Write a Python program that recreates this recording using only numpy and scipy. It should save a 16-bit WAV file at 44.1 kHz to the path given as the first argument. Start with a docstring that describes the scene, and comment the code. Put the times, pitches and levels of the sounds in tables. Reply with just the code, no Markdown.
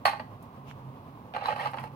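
"""A hollow plastic toy clatters on a concrete patio, knocked by a squirrel a few metres from the mic.
Small ticks and a brief scuff fall in the pause; then the squirrel shoves the toy along in jerks, over
sand, until it rocks to rest. Blows and stick-slip catches ring the same shell, and fence and house wall
answer. A low outdoor rumble and a distant drone lie underneath. Stereo, from two microphone ports."""
import sys
import numpy as np
from scipy import signal
from scipy.fft import rfft, irfft, next_fast_len
from scipy.io import wavfile

SR = 44100
rng = np.random.default_rng(int(sys.argv[2]) if len(sys.argv) > 2 else 0)


def to_wav(sig):
    """Store sig (one row per channel, or 1-D mono) as 16-bit WAV at the path in sys.argv[1].

    Samples outside -1..1 are clipped; the rate is SR.
    """
    pcm = np.clip(np.atleast_2d(sig), -1, 1) * 32767
    pcm = np.round(pcm).astype(np.int16)
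    wavfile.write(sys.argv[1], SR, pcm.T)  # frames by channels


N = 85995
T = np.arange(N) / SR
SIZE = next_fast_len(2 * N)
HZ = np.maximum(np.arange(SIZE // 2 + 1) * SR / SIZE, 1)

# Table levels are relative; pan is left minus right.
# outdoor rumble: f/Hz, level/dB
RUMBLE_COLOUR = [(25, -37), (48, -15), (70, -17.5), (100, -3.5), (125, -6), (180, -9), (265, -7),
                 (310, -16), (660, -17), (1080, -14), (1400, -29.5), (1900, -37), (2600, -38), (4500, -47),
                 (7300, -56), (10000, -54), (16000, -48.5)]
# the rumble's side signal against its mid: f/Hz, level/dB
RUMBLE_SIDE = [(30, -4), (120, -43), (300, -32.5), (800, -7.5), (2000, 0.5), (16000, 0)]
# distant drone: t/s, level/dB
DRONE_SWELL = [(0, -64), (.22, -53.5), (.35, -47), (.5, -72), (.63, -48.5), (.83, -44), (1.0, -67.5),
               (1.5, -49), (1.94, -49)]
# echo off fence and house wall: f/Hz, level/dB
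ECHO_COLOUR = [(200, 1), (800, 8), (2500, 6.5), (4700, 6), (9000, 4.5), (16000, -3.5)]
# dry ticks and cracking sand grains: t/s, level/dB, centre f/Hz, width/octaves, t60/s
TICKS = [(0.4253, -34, 11000, 0.91, 0.058), (1.463, -30.5, 13000, .5, 0.084),
         (1.5967, -34, 13500, .35, .045), (1.7144, -38, 12100, 0.28, 0.05),
         (1.7962, -33, 11500, 0.57, 0.066), (1.837, -34, 13200, 0.32, 0.035)]
# scuff on the concrete: f/Hz, level/dB
SCUFF_COLOUR = [(800, -23), (2000, 2), (3000, 5.5), (4200, -9), (6200, -7.5), (8500, -18.5), (13000, -15),
                (16000, -26)]
# sand grinding under the toy: t/s, level/dB
GRIT_SWELL = [(1.34, -80), (1.44, -77), (1.47, -58.5), (1.55, -66.5), (1.61, -59.5), (1.71, -65),
              (1.75, -74), (1.78, -66), (1.805, -67), (1.86, -67), (1.89, -82)]
# spectrum of that sand: f/Hz, level/dB
GRIT_COLOUR = [(2000, -35), (5000, 13.5), (6300, 1), (8300, 1.5), (9400, 13), (10000, -1), (16000, -1.5)]
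# main modes of the shell: f/Hz, level standing free/dB, level pressed down/dB, t60/s, pan/dB
SHELL_MODES = [(483, -23, -5, 0.049, -4.5), (579, -11, -2.5, 0.055, -2.5), (678, -7, -21, 0.084, 10.5),
               (669, -1, -8, 0.029, 11), (842, 5.5, 5, 0.093, -8), (927, -3.5, -12, 0.051, 3),
               (1123, -5, -11.5, 0.081, -16), (1225, -19, -0.5, 0.036, -7), (1567, -9, -8.5, 0.078, 9.5),
               (1865, -3, -7.5, 0.045, 8.5), (2165, -15.5, -21, 0.09, 6), (2663, -14, -10.5, 0.042, -10),
               (4060, -14.5, -17, 0.068, 6.5), (4404, -11.5, -23, 0.033, -14)]
# dense shell modes between and above them: f/Hz, level/dB
DENSE_COLOUR = [(300, 4), (500, -15.5), (640, -4.5), (1250, 4), (1550, -4.5), (1900, -1.5), (2850, -2),
                (3150, -7.5), (3650, -16.5), (4400, -12.5), (5700, -23.5), (7500, -30.5), (8600, -23.5),
                (12000, -26), (16000, -44)]
# balance of the dense modes at the ports: f/Hz, pan/dB
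DENSE_PAN = [(500, -10.5), (1150, -7), (1600, -7.5), (2100, 1), (3000, -7), (4500, -9.5), (7000, 5),
             (10500, -2.5), (13000, 15)]
# friction while the toy slides: t/s, level/dB
DRAG_SWELL = [(1.335, -68), (1.345, -41), (1.385, -47), (1.43, -42), (1.452, -40.5), (1.465, -34),
              (1.52, -36), (1.545, -54.5), (1.575, -40.5), (1.61, -35.5), (1.632, -37), (1.665, -40.5),
              (1.69, -44.5), (1.715, -56.5), (1.75, -52.5), (1.81, -49), (1.88, -55.5)]
# blows on the toy: t/s, level/dB, treble/dB, sizzle/dB, pitch ratio of the loaded shell
KNOCKS = [(.0512, -9.5, -1.5, 14.5, 1.06), (.0536, 3, 1.5, 3, .98), (.0552, -1.5, -2, 1, 1.046),
          (.0605, -7.5, 4, 8, 1.01), (.075, -2, -1, 6, 0.95), (.092, -9, -3, 5, 1.06),
          (.1318, -6.5, -13, -29, 0.98), (.1965, -12.5, 0, -6, 1.04), (1.3375, -17, 3.5, -9, 0.91),
          (1.347, -11, -0.5, -14, 0.9), (1.3625, -5, -5.5, -2.5, 1), (1.383, -13.5, -7, -5, .98),
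          (1.420, -10, -16, -19, 0.92), (1.457, -16.5, 7, -8, 1.18), (1.484, -6, -6, -5, .99),
          (1.502, -29, 10, -3, .98), (1.524, -8, -2.5, -16, 1.01), (1.561, -11, -2, -2, 0.98),
          (1.580, -12.5, -10, -9, 0.9), (1.599, -16, 3, -21, 1.09), (1.635, -29, -29, -28, 0.71),
          (1.657, -6.5, -5, -3, 1.13), (1.671, -13, 5, -5, 0.98), (1.733, -12.5, -7.5, 4, 0.95),
          (1.741, -9, -9.5, -3, 1.06), (1.772, -13, -4.5, -9, 1.03), (1.784, -16, 6, -23, 1.2),
          (1.838, -13, -4, 4.5, 1.02)]
# single panels or parts struck: t/s, level/dB, f/Hz, t60/s
PANEL_PINGS = [(.0532, -5, 720, 0.027), (.056, -10.5, 2554, 0.073), (0.059, -10.5, 4286, 0.038),
               (.056, -25, 4660, 0.084), (0.1967, -16, 625, .045), (0.1966, -25, 1890, 0.019),
               (1.458, -17.5, 3974, 0.043), (1.457, -8, 1080, 0.026), (1.501, -11.5, 568, 0.13),
               (1.508, -16, 1840, .06), (1.597, -16, 1840, 0.081), (1.659, -6.5, 1180, .06)]
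# the toy's direction from the mic: f/Hz, lead of the left port/rad
PORT_PHASE = [(0, 0), (800, .6), (1200, 2.6), (2000, 5.6), (3000, 7.6), (4000, 11.7), (5000, 15),
              (16000, 45)]

TREBLE_HZ, SIZZLE_HZ, RADIATION_HZ = 1600, 5700, 442
RING_S, CONTACT_S, SPOT_S = .16, .00018, .025  # length of a ring, its rise, time rubbed on one spot
DETUNE, MODE_SPREAD_DB = .0041, 1  # scatter per contact; DETUNE is the fraction at TREBLE_HZ
DENSE_DB, DENSE_T60_S = -5, .072
PRESSED_FROM_S, PRESSED_RING, PRESSED_CONTACT = 1.3, .74, .86  # paws press down: factors on t60 and rise


def undb(db):
    """Decibels to gain."""
    return 10 ** (np.asarray(db) / 20)


def curve(points):
    """Gain at each frequency from (f/Hz, level/dB) points."""
    hz, db = np.array(points).T
    return undb(np.interp(np.log(HZ), np.log(hz), db))


def swell(points):
    """Gain in time from (t/s, level/dB) points, silent outside them."""
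    s, db = np.array(points).T
    return undb(np.interp(T, s, db)) * (T > s[0]) * (T < s[-1])


def bump(hz, octaves):
    """A bell-shaped band."""
    return np.exp(-.5 * (np.log2(HZ / hz) / octaves) ** 2)


def fade(t60, start):
    """Sudden onset and exponential decay."""
    return (T >= start) * np.exp(-np.log(1000) * np.maximum(T - start, 0) / t60)


def filt(x, gain):
    """Apply a frequency response."""
    return irfft(rfft(x, SIZE) * gain, SIZE)[..., :N]


def unit(x):
    """Scale to a mean energy of 1 per channel."""
    return x / np.sqrt(np.mean(np.sum(x ** 2, axis=-1)))


def pan(db):
    """Port gains for a left-minus-right level difference."""
    return undb(np.array([[1], [-1]]) * db / 2)


def add(out, x, s):
    """Mix a sound in at s seconds."""
    i = int(s * SR)
    out[:, i:i + x.shape[1]] += x[:, :N - i]


def noise(gain):
    """Coloured noise, rms 1."""
    x = filt(rng.standard_normal(N), gain)
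    return x / x.std()


def stereo_noise(gain, side):
    """Coloured noise with independent mid and side signals, rms 1."""
    mid_noise, side_noise = rng.standard_normal((2, N))
    x = filt(mid_noise, gain) + np.array([[1], [-1]]) * filt(side_noise, gain * side)
    return x / x.std()


def catches(per_s, spread_db=2.5):
    """Irregular small pushes of uneven size, rms 1."""
    hits = rng.random(N) < per_s / SR
    sizes = undb(spread_db * np.clip(rng.standard_normal(N), -2, 2))
    x = hits * sizes * rng.choice([-1, 1], N)
    return x / x.std()


def outdoors(drone_hz=134.8, right_lag_s=.00026):
    """A slightly fluttering rumble and a distant drone, reaching the left port first."""
    rumble = stereo_noise(curve(RUMBLE_COLOUR), curve(RUMBLE_SIDE))
    flutter_db = noise(bump(hz=9, octaves=.18))
    rumble *= undb(-47 + flutter_db)
    drone = undb(np.interp(T, *np.array(DRONE_SWELL).T)) * noise(bump(drone_hz, octaves=.08))
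    ports = np.exp(-2j * np.pi * HZ * right_lag_s * np.array([[0], [1]]))
    return pan(-3) * filt(rumble + drone, ports)


def patio_echo(x):
    """Fence and house wall add a short diffuse echo to the direct sound."""
    tail = unit(stereo_noise(curve(ECHO_COLOUR), side=.64) * fade(t60=.32, start=.0099))
    return x + undb(-15) * filt(x, rfft(tail, SIZE))


def tap(s=.7127, hz=1600):
    """One tiny dull tap, close up at the right-hand port."""
    ring = np.sin(2 * np.pi * hz * (T - s)) * fade(t60=.0012, start=s)
    return pan(-26.5) * undb(-30.5) * filt(ring, bump(hz, octaves=1))


def ticks():
    """Dry ticks and cracking grains: short bursts of high noise."""
    out = np.zeros((2, N))
    for s, db, hz, octaves, t60 in TICKS:
        burst = rng.standard_normal((2, N)) * fade(t60, s)
        out += undb(db) * unit(filt(burst, bump(hz, octaves)))
    return out


def sand(colour, per_s):
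    """Grains crushed on concrete, independent at each port, rms 1."""
    x = filt(np.array([catches(per_s), catches(per_s)]), curve(colour))
    return x / x.std()


def scuff(s=.699, width_s=.018):
    """One light scuff over the sandy concrete."""
    return undb(-55) * sand(SCUFF_COLOUR, per_s=3500) * np.exp(-.5 * ((T - s) / width_s) ** 2)


def grit(clump_hz=30, clump_db=2):
    """The sliding toy crushes sand in clumps."""
    clumps = undb(clump_db * noise(bump(clump_hz, octaves=1)))
    return pan(.5) * swell(GRIT_SWELL) * clumps * sand(GRIT_COLOUR, per_s=2100)


def hardness(x, treble_db, sizzle_db):
    """A harder contact is brighter: two high shelves shape the top."""
    for hz, db in ((TREBLE_HZ, treble_db), (SIZZLE_HZ, sizzle_db)):
        g = undb(db) ** .5
        w = 2 * SR * np.tan(np.pi * hz / SR)
        shelf = signal.bilinear([g, np.sqrt(2 * g) * w, w * w], [1 / g, np.sqrt(2 / g) * w, w * w], SR)
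        x = signal.lfilter(*shelf, x + 1e-18)
    return x


def shell(dense, pressed, pitch):
    """One ring of the shell: each contact weights and detunes the modes anew; pressure damps them."""
    t = T[:int(RING_S * SR)]
    hz, free_db, pressed_db, t60, pan_db = np.array(SHELL_MODES).T
    db, ring, rise = (pressed_db, PRESSED_RING, PRESSED_CONTACT) if pressed else (free_db, 1, 1)
    count = len(hz)
    detune = DETUNE * np.minimum(hz / TREBLE_HZ, 2) * rng.standard_normal(count)
    hz = pitch * hz * (1 + detune)
    weights = undb(db + MODE_SPREAD_DB * rng.standard_normal(count)) * (-1) ** np.arange(count)
    decay = -np.log(1000) * t / ring
    partials = np.sin(2 * np.pi * hz[:, None] * t) * np.exp(decay / t60[:, None])
    main_ring = (pan(pan_db) * weights) @ partials
    i = rng.integers(N - len(t))
    dense_ring = dense[:, i:i + len(t)] * np.exp(decay / DENSE_T60_S)
    attack = 1 - np.exp(-t / (CONTACT_S * rise))
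    return unit(main_ring * attack) + undb(DENSE_DB) * unit(dense_ring * attack)


def rub(dense, push, start, end, pitch):
    """Small pushes ring the shell, whose colour shifts as the contact moves from spot to spot."""
    out = np.zeros((2, N))
    step = int(SPOT_S * SR)
    for i in range(int(start * SR), int(end * SR), step):
        ring = shell(dense, start >= PRESSED_FROM_S, pitch)
        add(out, signal.fftconvolve(push[None, i:i + step], ring), i / SR)
    return out


def rattle(dense, start=.055):
    """Loose parts chatter against the shell after the first blow."""
    force = undb(-26) * fade(t60=.18, start=start) * catches(per_s=900)
    push = hardness(force, treble_db=3.5, sizzle_db=2)
    return rub(dense, push, start, end=.25, pitch=.98)


def drag(dense):
    """Pressed down and shoved, the toy sticks and slips on the concrete."""
    force = swell(DRAG_SWELL) * catches(per_s=1100)
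    push = hardness(force, treble_db=.5, sizzle_db=-8)
    return rub(dense, push, PRESSED_FROM_S, end=T[-1], pitch=1)


def knocks(dense):
    """Blows ring the whole shell; some land on a panel that rings with its own note."""
    out = np.zeros((2, N))
    for s, db, treble_db, sizzle_db, pitch in KNOCKS:
        ring = shell(dense, s > PRESSED_FROM_S, pitch)
        add(out, undb(db) * hardness(ring, treble_db, sizzle_db), s)
    for s, db, hz, t60 in PANEL_PINGS:
        ping = np.sin(2 * np.pi * hz * (T - s)) * fade(t60, s)
        out += pan(-.5) * undb(db) * unit(ping)
    return out


def toy():
    """The hollow toy, a few metres from the mic and too small to radiate bass."""
    dense = stereo_noise(curve(DENSE_COLOUR), side=undb(-3))  # crowded modes blur into noise
    dense = filt(dense, curve(DENSE_PAN) ** np.array([[.5], [-.5]]))
    vibration = rattle(dense) + drag(dense) + knocks(dense)
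    radiated = signal.sosfilt(signal.butter(8, RADIATION_HZ, "high", fs=SR, output="sos"), vibration)
    right_lag_rad = np.interp(HZ, *np.array(PORT_PHASE).T)
    ports = np.exp(-1j * np.array([[0], [1]]) * right_lag_rad)
    return undb(4.5) * filt(radiated, ports)


def scene():
    """Toy and small sounds out on the patio, a dry tap at the mic, the outdoors behind."""
    return patio_echo(toy() + ticks() + scuff() + grit()) + tap() + outdoors()


def record(dry, top_hz=16200):
    """The recorder cuts the top steeply."""
    return signal.sosfilt(signal.ellip(10, .2, 80, top_hz, fs=SR, output="sos"), dry)


dry = scene()
out = record(dry)
to_wav(out)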